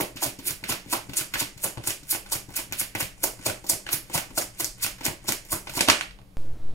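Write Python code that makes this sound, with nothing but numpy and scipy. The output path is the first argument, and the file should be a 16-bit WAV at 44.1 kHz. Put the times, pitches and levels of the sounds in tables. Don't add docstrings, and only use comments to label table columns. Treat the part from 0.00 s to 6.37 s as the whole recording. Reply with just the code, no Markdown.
import sys
import numpy as np
from scipy import signal
from scipy.fft import rfft, irfft, next_fast_len
from scipy.io import wavfile

SR = 44100
rng = np.random.default_rng(int(sys.argv[2]) if len(sys.argv) > 2 else 0)


def to_linear_factor(level_db):
    exponent = np.asarray(level_db, float) / 20
    return 10 ** exponent


def dump(signal):
    limited = np.clip(np.atleast_2d(signal).T, -1, 1)
    pcm = np.round(limited * 32767).astype(np.int16)
    wavfile.write(sys.argv[1], SR, pcm)


N = 280917
SIZE = next_fast_len(N + 4096)
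HZ = np.maximum(np.fft.rfftfreq(SIZE, 1 / SR), 1)
TIME = np.arange(N) / SR

# (time [s], hiss rms [dB], face rub [dB rel], rise [ms], contact [ms])
LANDINGS = [(0.226, -24, -8, 9, 18.6), (0.47, -29, -1, 12.4, 14), (0.691, -27.5, 0.5, 6.8, 16.4),
            (0.923, -26.5, -2.5, 11.3, 14.6), (1.17, -24.5, -8.5, 6.4, 17.6), (1.398, -21.5, -3.5, 14, 9.6),
            (1.64, -28, -5.5, 9.7, 7.2), (1.872, -27.5, -4, 7.9, 9.7), (2.107, -27, -7.5, 9.5, 14),
            (2.32, -24, -14.5, 4.3, 16), (2.561, -28, -4.5, 3.5, 11), (2.794, -26.5, -3.5, 9.5, 13.4),
            (3.005, -28, 2.5, 13, 6.4), (3.231, -26.5, -15.5, 0.71, 11), (3.457, -24, -6.5, 4.2, 13.4),
            (3.694, -20.5, -17.5, 3.5, 11.2), (3.926, -24, -9, 8, 12), (4.1406, -25, -4.5, 6.3, 17.5),
            (4.378, -22.5, -18, 9, 11.4), (4.599, -25.5, -10.5, 6.9, 10), (4.827, -23, -9.5, 7, 18.5),
            (5.05, -21.5, -7.5, 6.3, 5.9), (5.281, -22.5, -10.5, 4.6, 15.6), (5.5186, -28, -12, 7.7, 13.4)]
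# (edge sheen [dB rel], finest hiss [dB rel], slide home [dB rel])
LANDING_COLOURS = [(-7.5, 0.5, 4), (-1.5, 2, -9), (-3, -1, -6), (-2.5, 0.1, -5), (0, -1, 2), (-9, 3, -14),
                   (4, 2.3, -1.5), (1, -1, 9.5), (0.5, 4, 10), (-3.5, -1.2, 3.5), (-0.5, 1, 8.5),
                   (-1, 2.5, -4), (-1.5, 2.5, 0), (1, -2, 6), (-7, -0.5, 1.5), (0, 2.5, 0.5), (-7, 4.5, 0),
                   (-3.5, -1.5, 5), (-4, -2.5, -2), (-3.5, -2.5, 4.5), (-7, 0, 3.5), (-8, 1, -4),
                   (-11, -1.5, -2), (1.5, -2, 6), (-20, -1.7, 0.1), (-7, 0, 0.1), (-10.5, -5.5, 0.1)]
# (time [s], hiss peak [dB], air [dB rel], body [dB rel], mid [dB rel], contact [ms])
TABLE_DROP = [
    (5.876, -32.5, -11.5, 5, 9, 2.4),
    (5.8848, -20, -9, -9, 3.5, 2.4),
    (5.899, -16.5, -12, -14.5, 4.5, 0.79),
]
SPLIT_HZ = (1200, 4000, 9500)


def rms_one(x):
    return x / np.sqrt(np.mean(x ** 2) + 1e-20)


def at_hz(points, hz):
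    p = np.array(points, float)
    return np.interp(np.log(hz), np.log(np.maximum(p[:, 0], 1)), p[:, 1])


def through(x, response):
    return irfft(rfft(x, SIZE) * response, SIZE)[..., :N]


def band(x, low_hz, high_hz):
    return signal.sosfilt(signal.butter(2, [low_hz, high_hz], "band", fs=SR, output="sos"), x)


def resonate(x, hz, width_hz):
    r = np.exp(-np.pi * width_hz / SR)
    poles = [1, -2 * r * np.cos(2 * np.pi * hz / SR), r * r]
    return signal.lfilter(np.array([1, 0, -1]) * (1 - r * r) / 2, poles, x)


def strikes(rows):
    clicks, rows = np.full(N, 1e-18), np.array(rows)
    clicks[(rows[:, 0] * SR).astype(int)] = to_linear_factor(rows[:, 1])
    return clicks


def ring(clicks, modes):
    out = 0
    for hz, db, t60 in modes:
        r, w = to_linear_factor(-60 / (t60 * SR)), 2 * np.pi * hz / SR
        out = out + to_linear_factor(db) * signal.lfilter([0, np.sin(w)], [1, -2 * r * np.cos(w), r * r], clicks)
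    return out


def diffuse(mid_side):
    # (frequency [Hz], likeness [0-1])
    likeness = [(30, 0.8), (100, 0.85), (300, 0.9), (1000, 0), (3000, 0), (8000, 0.9), (15000, 0.2)]
    alike = np.clip(at_hz(likeness, HZ), 0, .99)
    mid, side = through(mid_side, np.sqrt([(1 + alike) / 2, (1 - alike) / 2]))
    return np.array([mid + side, mid - side])


def quiet_room():
    # (frequency [Hz], density [dB per Hz])
    floor_colour = [(12, -43), (20, -3.5), (52, -10), (66, -16.5), (76, -18), (123, -9), (153, -19.5),
                    (197, -10), (220, -35), (407, -23), (481, -21), (888, -28), (15700, -51)]
    # (frequency [Hz], width [Hz], rms [dB])
    hum_lines = [(44, 5.3, -61), (119.7, 10, -59.5), (193.3, 9.2, -61), (288, 29, -64.5)]
    floor = to_linear_factor(-53.5) * rms_one(through(rng.standard_normal((2, N)), to_linear_factor(at_hz(floor_colour, HZ))))
    white = rng.standard_normal((2, N))
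    hum = sum(to_linear_factor(db) * rms_one(resonate(resonate(white, hz, w), hz, w)) for hz, w, db in hum_lines)
    hiss = to_linear_factor(-77.0) * white + to_linear_factor(-75) * band(white, 11200, 18000)
    return diffuse(floor + hum + hiss)


def room(x, level_db, gap_s):
    # (frequency [Hz], decay by 60 dB [s])
    decay = [(100, 0.017), (400, 0.3), (1000, 0.24), (2200, 0.35), (3300, 0.24), (6000, 0.31), (9000, 0.24),
             (15000, 0.2)]
    white, tail, step = rng.standard_normal((2, 2, N)), 0, np.sqrt(2)
    fill = np.exp(-1 / (gap_s * SR))
    for k, low in enumerate(70 * step ** np.arange(16)):
        keep = to_linear_factor(-120 / (at_hz(decay, low * step ** .5) * SR))
        poles = np.convolve([1, -keep], [1, -fill])
        energy = signal.lfilter([(1 - keep) * (1 - fill)], poles, band(x, low, low * step) ** 2)
        tail = tail + np.sqrt(np.maximum(energy, 0)) * rms_one(band(white[k % 2], low, low * step))
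    tail = tail + to_linear_factor(1.0) * resonate(tail, 596, 70)
    return to_linear_factor(level_db) * diffuse(tail)


def table_echoes(x, level_db, fade_ms):
    ms = np.arange(1, SR // 20) / SR * 1000
    echoes = rng.standard_normal((2, len(ms))) ** 3 * np.exp(-ms / fade_ms) * (ms > .8)
    echoes /= np.sqrt(np.sum(echoes ** 2, axis=1, keepdims=True))
    return to_linear_factor(level_db) * through(x, rfft(echoes, SIZE))


def arm_thuds():
    # (time [s], peak [dB])
    soft_blows = [(0.009, -32), (0.152, -39.5), (0.257, -31.5), (0.385, -41.5), (0.502, -33.5),
                  (0.625, -43), (0.703, -28), (0.859, -38.5), (0.966, -40), (1.088, -31.5), (1.207, -35),
                  (1.344, -39), (1.416, -32), (1.561, -38), (1.649, -34.5), (1.772, -27), (1.88, -33.5),
                  (2.026, -42), (2.141, -39.5), (2.353, -32), (2.482, -36), (2.71, -37.5), (2.814, -38),
                  (2.951, -31), (3.022, -28.5), (3.266, -43), (3.387, -40.5), (3.466, -31), (3.492, -29.5),
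                  (3.618, -42), (3.728, -32), (3.937, -32.5), (4.15, -24.5), (4.173, -40), (4.3, -40),
                  (4.376, -42), (4.62, -39), (4.843, -35.5), (5.078, -27), (5.295, -31), (5.529, -29),
                  (5.695, -39.5), (5.765, -30), (5.879, -24), (5.916, -38)]
    # (frequency [Hz], level [dB], decay by 60 dB [s])
    low_modes = [(86, -13, 0.035), (137, 2.5, 0.044), (173, -8.5, 0.01)]
    return band(ring(strikes(soft_blows), low_modes), 72, 170)


def fingertips():
    # (time [s], peak [dB])
    taps = [
        (1.7735, -20),
        (1.781, -21),
        (1.7, -23),
        (3.4985, -14),
        (2.7247, -17),
        (2.713, -28.5),
        (5.809, 0.5),
    ]
    # (time [s], peak [dB])
    palm_pats = [(0.156, -37.5), (0.259, -34.5), (0.388, -35), (0.628, -46), (0.704, -34), (0.86, -38.5),
                 (1.089, -35), (1.419, -33), (1.774, -33.5), (2.028, -48), (2.142, -52), (2.485, -41),
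                 (2.715, -45.5), (3.393, -40), (4.155, -40.5), (4.307, -43.5), (5.009, -44), (5.061, -33),
                 (5.286, -35), (5.882, -25.5)]
    # (frequency [Hz], level [dB], decay by 60 dB [s])
    palm_modes = [(280, 0, 0.075), (345, -7, 0.027)]
    flicks = to_linear_factor(13.5) * band(strikes(taps), 120, 2700)
    return flicks + to_linear_factor(0.5) * band(ring(strikes(palm_pats), palm_modes), 150, 600)


def table_knock():
    # (frequency [Hz], level [dB], decay by 60 dB [s])
    top_modes = [(1310, -5, 0.015), (1660, 2, 0.04), (1793, -9.5, 0.17), (2350, -23.5, 0.1)]
    return to_linear_factor(6.5) * ring(strikes(TABLE_DROP[1:]), top_modes)


def pings():
    # (time [s], peak [dB], pitch [Hz])
    corners = [(0.167, -32, 2630), (0.6393, -28, 2460), (0.7048, -23, 2430), (0.9133, -31.5, 2530),
               (0.9301, -18, 1100), (1.134, -25, 2690), (1.1907, -21, 2720), (1.2112, -25, 1440),
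               (1.3394, -19, 2220), (1.3549, -15, 1690), (1.4097, -25.5, 2380), (1.9055, -17, 2960),
               (2.147, -29, 1550), (2.3376, -26, 2170), (2.576, -23, 2360), (2.7228, -20.5, 2440),
               (2.8125, -18.5, 2140), (2.9506, -20, 2230), (2.9564, -26, 2100), (3.0014, -22, 1240),
               (3.0142, -24, 2470), (3.2382, -32, 1100), (3.465, -16, 2300), (3.4983, -22.5, 1420),
               (3.8657, -20, 1650), (3.8896, -22, 1250), (3.9382, -19, 2230), (4.145, -23, 1240),
               (4.1588, -19, 1190), (4.3791, -28.5, 1150), (4.6064, -20, 2060), (4.8272, -28, 2010),
               (4.8447, -15, 2550), (5.0641, -21, 2320), (5.2917, -23, 1130), (5.3223, -26, 2500),
               (5.5238, -23, 1140), (5.695, -26, 1420), (5.7912, -30, 2200), (5.8854, -7, 1147),
               (5.8981, -7, 1660), (6.0095, -30.5, 2220)]
    cycles, partner_ratio = 31, .58
    out, t = np.zeros(N), np.arange(SR // 20) / SR
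    for s, db, hz in corners:
        partner_hz = hz * partner_ratio if hz > 1900 else hz / partner_ratio
        modes = np.array([[hz], [partner_hz]])
        rung = np.sin(2 * np.pi * modes * t) * to_linear_factor(-60 * t * hz / cycles) * to_linear_factor([[0], [-6.5]])
        at = int((s + .0007) * SR)
        out[at:at + len(t)] += to_linear_factor(db - 3) * rung.sum(axis=0)
    return out


def grit(spread_db, lump_db, lump_hz):
    lumps = np.clip(rms_one(band(rng.standard_normal(N), lump_hz / 6, lump_hz)), -2, 2)
    size = to_linear_factor(spread_db * np.minimum(rng.exponential(1, N), 3) + lump_db * lumps)
    return rms_one(size * rng.standard_normal(N))


def catches(per_s, level_db):
    size = to_linear_factor(level_db + 2.98 * np.minimum(rng.exponential(1, N), 2.5))
    return size * (rng.random(N) < per_s / SR) * rng.choice([-1, 1], N)


def stroke(s, rise_ms, hold_ms, fade_ms, slide_db=-19, slide_ms=14, arch_db=4):
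    part = slice(max(int((s - .1) * SR), 0), int((s + .2) * SR))
    ms = (TIME[part] - s) * 1000
    before = np.minimum(ms, 0)
    rise = np.maximum(np.exp(before / rise_ms), to_linear_factor(slide_db) * np.exp(before / slide_ms))
    arch = to_linear_factor(1.5 - arch_db * np.clip(2 * ms / hold_ms - 1, -1, 1) ** 2)
    return part, rise * arch * np.exp(-np.maximum(ms - hold_ms, 0) / fade_ms)


def gliding():
    # (time [s], level [dB])
    rubbing = [(0.0, -29), (0.14, -64), (1.2, -52.5), (1.55, -57), (1.78, -52), (2.0, -69), (2.65, -55.5),
               (3.05, -74), (3.4, -51.5), (4.2, -60), (4.4, -52), (4.9, -91), (5.68, -50), (5.775, -34),
               (5.86, -51), (6.04, -40), (6.08, -87), (6.2, -82)]
    s, db = np.transpose(rubbing)
    busy, slide = to_linear_factor(np.interp(TIME, s, db)), np.zeros(N)
    for (s, db, *_), (*_, home_db) in zip(LANDINGS, LANDING_COLOURS):
        part, shape = stroke(s + 0.035, 30, 5.3, fade_ms=13)
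        slide[part] += to_linear_factor(db - 7.5 + home_db) * shape
    return to_linear_factor([[-8], [-9], [-7], [-13.5]]) * (busy + slide * to_linear_factor([[-15.5], [1], [0], [0.3]]))


def lifts():
    # (time [s], hiss peak [dB], body [dB rel], face [dB rel])
    pickups = [(0.1594, -37.5, -14, -15), (0.169, -39.5, -26, 2.5), (0.389, -35, -4.5, -6),
               (0.6382, -33.5, -6, -4), (0.859, -55, 4, -17), (0.897, -40, -18, -32),
               (1.092, -39, 1.5, -0.5), (1.133, -29.5, -9, -7.5), (1.338, -24, -23, -2),
               (1.575, -39, -16, -12.5), (1.7696, -59, 24, -8), (1.8372, -35, -5.5, -8),
               (2.031, -44, -43, -12), (2.261, -49, -2, 5), (2.4873, -45, 2, -11), (2.7272, -35, -15, 7.5),
               (2.955, -36.5, -15, -2), (3.39, -46, 3, -9), (3.641, -41, 0, -8.5), (3.666, -31, -19, -46),
               (3.865, -46.5, 7, 10.5), (3.8877, -40.5, 2, 9), (4.0982, -45, 8, -5.5),
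               (4.305, -46.5, 2.5, -2), (4.984, -52.5, 8, 7), (5.007, -40.5, 6.5, -0.5),
               (5.242, -50.5, 6.5, -27.5), (5.45, -42, -5, -12), (5.671, -45.5, -7, 12.5),
               (5.694, -33, -22, -10)]
    air_db, contact_ms = -7, 4.7
    rows = [(s, db, air_db, *rel, contact_ms) for s, db, *rel in pickups]
    out = np.zeros((4, N))
    for s, db, air_db, body_db, mid_db, hold_ms in rows + TABLE_DROP:
        fade_ms = 4 if db > -18 else 5
        part, shape = stroke(s, 0.21, hold_ms, fade_ms, slide_db=-23.5)
        out[:, part] += to_linear_factor(db + np.array([[body_db - 0.5], [mid_db], [-7], [air_db + 0.5]])) * shape
    return out


def pile(rough):
    # (time [s], rms [dB], pitch [Hz], contact [ms])
    knocks = [(0.002, -23, 392, 2.6), (0.225, -24, 795, 5.3), (0.461, -41, 354, 15),
              (0.691, -29.5, 267, 15), (0.927, -23.5, 990, 12.4), (1.186, -39.5, 366, 3.6),
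              (1.419, -28.5, 300, 2), (1.638, -32, 606, 22), (1.871, -31, 330, 6.5),
              (2.125, -53.5, 800.0, 12), (2.318, -38, 1110, 17), (2.578, -42.5, 860, 16),
              (2.808, -43.5, 770, 5.3), (3.001, -33.5, 610.0, 2.8), (3.236, -26, 560, 7.3),
              (3.461, -25.5, 630, 5.7), (3.694, -39.5, 616, 29), (3.919, -37, 340, 19),
              (4.143, -29.5, 810, 12), (4.376, -27.5, 770, 6.4), (4.599, -32, 800, 6.3),
              (4.839, -53.5, 330.0, 50), (5.048, -31.5, 405, 5.4), (3.73, -39, 600, 3),
              (0.263, -37, 590, 4), (3.497, -32.5, 580, 6.4), (2.591, -41, 720, 2.1),
              (5.283, -29.5, 292, 11), (5.524, -25, 985, 6.3), (5.771, -28.5, 363, 15),
              (5.81, -28, 736, 1.0), (5.886, -20, 800.0, 0.91)]
    out = np.zeros(N)
    for s, db, hz, hold_ms in knocks:
        part, shape = stroke(s, 3.5, hold_ms, fade_ms=9.3, slide_db=-20.0)
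        drive = shape * rough[part]
        drive[int(s * SR) - part.start] += to_linear_factor(17.5)
        tone = resonate(drive, hz, .09 * hz) / np.sqrt(.2 * hz)
        tone += band(drive, 450, 1300) / np.sqrt(1000.)
        tone += to_linear_factor(-22.5) * resonate(drive, 345, 54)
        out[part] += to_linear_factor(db + 39.0) * tone
    return out


def snaps():
    # (time [s], hiss peak [dB], body [dB rel])
    ticks = [(0.2633, -29.5, -6.5), (0.5082, -13, -34.5), (0.6296, -51, 0), (0.7236, -8, -30),
             (0.9332, -15, -45), (1.212, -19, -24), (1.357, -28, -8.5), (1.7809, -52, 17),
             (1.9053, -11.5, -33), (2.049, -52, -6), (2.128, -24, -20), (2.1484, -17.5, -18.5),
             (2.3529, -29, -8), (2.9513, -15, -22), (3.0053, -12.5, -20.5), (3.177, -52.5, -3),
             (3.2735, -21.5, -17), (3.478, -27, -15), (3.4976, -23, -12.5), (4.178, -10, -23),
             (4.421, -14, -26.5), (4.556, -50, -12.5), (4.6453, -8, -36), (4.783, -36, -23),
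             (4.847, -28, -11), (4.865, -24, -18), (5.0648, -9, -21.5), (5.0822, -23, -9),
             (5.2913, -10.5, -21.5), (5.3221, -8, -28.5)]
    # (time [s], peak [dB], body [dB rel], splinter [ms])
    claps = [(0.0084, -10.5, -17.5, 0.62), (0.2305, -14.5, -24, 0.5), (0.266, -15, -39, 0.5),
             (0.4724, -18, -39, 0.5), (0.6937, -18, -11, 0.5), (0.7064, -15, -19.5, 0.5),
             (0.875, -37, -29, 0.5), (1.1343, -29.5, -27.5, 0.5), (1.178, -26, -32, 0.55),
             (1.1933, -14.5, -24.5, 0.5), (1.3388, -16, -29.5, 0.5), (1.409, -11, -19, 0.5),
             (1.6431, -13, -19.5, 0.5), (1.8737, -8.5, -24, 0.5), (2.1088, -32, -37, 0.5),
             (2.2593, -31, -23, 0.5), (2.3208, -9.5, -21, 0.74), (2.5054, -28, -16, 0.5),
             (2.5654, -16, -27, 0.5), (2.576, -17, -23, 0.45), (2.7243, -8.5, -25, 0.5),
             (2.8146, -13.5, -23, 0.5), (3.0144, -19, -28, 0.5), (3.0282, -13, -28, 0.5),
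             (3.24, 3, -33, 0.39), (3.465, -19.5, -26, 0.5), (3.696, -8, -29.5, 0.33),
             (3.7324, -19, -22, 0.56), (3.9298, -8.5, -25.5, 0.54), (4.082, -39, -20, 0.5),
             (4.0986, -30, -26.5, 0.5), (4.1484, -13.5, -24, 0.55), (4.1577, -12.5, -23, 0.5),
             (4.1801, -14, -15, 0.39), (4.379, -15, -25, 0.5), (4.606, -13, -27, 0.91),
             (4.836, -25, -27, 0.5), (4.9836, -33, -25, 0.5), (5.054, -10, -26, 0.5),
             (5.242, -31, -20, 0.5), (5.45, -42, -25, 0.5), (5.4724, -38, -23, 0.5),
             (5.5275, -19.5, -37, 0.45), (5.695, -29, -31, 0.45), (6.1187, -46, -13, 0.5)]
    # (time [s], hiss peak [dB], body [dB rel], air [dB rel], face [dB rel])
    settling = [
        (5.671, -33.5, -6, -9, -6.5),
        (5.7924, -19.5, -18, -13, -3),
        (5.8075, -11.5, -15.5, -4, -7),
        (5.8864, -28, -15, -8.5, 6),
        (5.8996, -4, -26, -11, -32),
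        (6.0106, -27.5, -25, -3, 5),
        (6.1097, -51, -19.5, -13, 7),
        (6.1884, -58.5, 2, -15, 7),
        (6.216, -61, -3, -24.5, 2),
    ]
    short = [(s, db, body_db, 0.17) for s, db, body_db in ticks]
    short += [(s, db - 5, *rest) for s, db, *rest in claps]
    rows = [(s, db, body_db, -5, 0.61 * body_db, ms) for s, db, body_db, ms in short]
    rows += [(*row, .35) for row in settling]
    out = np.zeros((4, N))
    for s, db, body_db, air_db, mid_db, ms in rows:
        at = int(s * SR)
        crack = rng.standard_normal(132) * np.exp(-np.arange(132) / (ms * SR / 1000))
        crack[0] += 3
        crack *= 3 / np.sqrt(np.sum(crack ** 2))
        levels = [[db + body_db + 18.5], [db + mid_db + 12.5], [db - 1.5], [db + air_db + 4.5]]
        out[:, at:at + 132] += to_linear_factor(levels) * crack
    return out


def landings():
    # (time [s], hiss rms [dB], face rub [dB rel], rise [ms], contact [ms])
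    squaring = [
        (0.0072, -30, -3, 8.6, 7.5),
        (5.771, -24.5, -4.5, 18.5, 4.1),
        (5.809, -13, -13.5, 0.56, 3),
    ]
    out = np.zeros((5, N))
    for (s, db, mid_db, rise_ms, hold_ms), (sheen_db, fine_db, _) in zip(LANDINGS + squaring, LANDING_COLOURS):
        air_db = 3 + 1.24 * (-23 - db) - 0.39 * mid_db + fine_db
        part, shape = stroke(s, rise_ms, hold_ms, fade_ms=0.66)
        out[2:, part] += to_linear_factor(db + np.array([[-4.5], [air_db - 8.5], [sheen_db - 2.5]])) * shape
        part, shape = stroke(s, 0.43 * rise_ms, 2.71 * hold_ms, fade_ms=19, slide_db=-2.0, slide_ms=28.4)
        out[1, part] += to_linear_factor(db + mid_db - 7.0) * shape
    return out


def pile_body(x):
    # (frequency [Hz], width [Hz], level [dB])
    deck_modes = [(330, 46, 9), (610, 46, 3.5), (800, 36, 10), (1028, 340, 0.5)]
    tones = sum((-1) ** k * to_linear_factor(db) * resonate(x, hz, w) for k, (hz, w, db) in enumerate(deck_modes))
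    return tones + to_linear_factor(-7.0) * band(x, 380, SPLIT_HZ[0])


def card_face(x):
    # (frequency [Hz], width [Hz], level [dB])
    face_modes = [(1530, 940, -5), (2185, 250, 1)]
    return band(x, *SPLIT_HZ[:2]) + sum(to_linear_factor(db) * resonate(x, hz, w) for hz, w, db in face_modes)


def card_edges(x):
    return band(x, *SPLIT_HZ[1:])


def finest_hiss(x):
    return band(x, SPLIT_HZ[2], 22000)


def card_voice(excitations):
    unit = np.zeros(4096)
    unit[0] = 1
    parts = (pile_body, card_face, card_edges, finest_hiss)
    return sum(part(x + 1e-18) / np.sqrt(np.sum(part(unit) ** 2)) for part, x in zip(parts, excitations))


def shuffle():
    sheen_hz = (6760, 10040)
    coarse = grit(spread_db=-2.5, lump_db=5.5, lump_hz=245) + catches(per_s=120, level_db=3)
    fine = grit(spread_db=-2.0, lump_db=3.5, lump_hz=474)
    smooth = grit(spread_db=-3.5, lump_db=7.0, lump_hz=120)
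    sheen = grit(spread_db=1.5, lump_db=5.0, lump_hz=300)
    slaps = landings()
    contacts = (slaps[:4] + lifts()) * [coarse, coarse, fine, fine]
    cards = card_voice(contacts + gliding() * smooth + snaps())
    edge_sheen = to_linear_factor(7.0) * band(slaps[4] * sheen, *sheen_hz)
    return cards + edge_sheen + pile(coarse)


def scene():
    # (frequency [Hz], lead [rad])
    port_phase = [(0, 0), (780, -0.0), (1290, 1.5), (1720, 0.2), (2240, 1.8), (3010, 1.8), (3360, 3.3),
                  (5170, 4.0), (5860, 6.2), (6290, 6.2), (7240, 6.3), (16500, 6.3)]
    # (time [s], left-right [dB], rumble [dB])
    hand_path = [
        (0, 2.5, -64),
        (1.5, 4.7, -58),
        (3.5, 4.7, -57),
        (5.7, 5, -51),
        (5.9, 0, -52),
        (6.37, -4, -57.5),
    ]
    hands = shuffle() + arm_thuds() + fingertips() + table_knock() + pings()
    p = np.array(port_phase)
    lead = np.exp(.5j * np.interp(HZ, p[:, 0], p[:, 1]))
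    s, pan_db, rumble_db = np.transpose(hand_path)
    direct = through(hands, np.array([lead, 1 / lead])) * to_linear_factor(np.interp(TIME, s, pan_db) * [[.5], [-.5]])
    echoes = table_echoes(band(hands, 570, 21000), level_db=-3.5, fade_ms=4.7)
    near = direct + echoes + room(hands, level_db=-2.0, gap_s=0.004)
    shake = diffuse(rms_one(band(rng.standard_normal((2, N)), 22, 48)))
    return near + quiet_room() + to_linear_factor(np.interp(TIME, s, rumble_db)) * shake


def band_limit(x):
    return signal.sosfilt(signal.butter(12, 17000, fs=SR, output="sos"), x)


def record(dry):
    # (frequency [Hz], level [dB])
    left_port = [(100, 1.5), (380, -2), (700, -4.5), (1200, -6), (1900, -6.5), (2300, -3), (3700, -1),
                 (6300, -4.5), (7000, 4.5), (7600, -4.5), (8400, 2.5), (11300, 0.5), (13000, -7),
                 (15600, -6)]
    # (frequency [Hz], level [dB])
    right_port = [(100, -2), (700, 0), (1800, -2), (2400, 2), (3800, 0.5), (5000, 4), (6800, 0), (7800, 1),
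                  (10000, 3), (10800, 10.5), (12000, 4.5), (13300, 7.5), (14000, -0.5), (15600, 2)]
    ports = through(dry, to_linear_factor([at_hz(left_port, HZ), at_hz(right_port, HZ)]))
    top = signal.cheby2(14, 42, 16100, fs=SR, output="sos")
    mix = np.clip(signal.sosfilt(top, ports) - 0.0008, -1, 1)
    return band_limit(mix)


dry = scene()
out = record(dry)
dump(out)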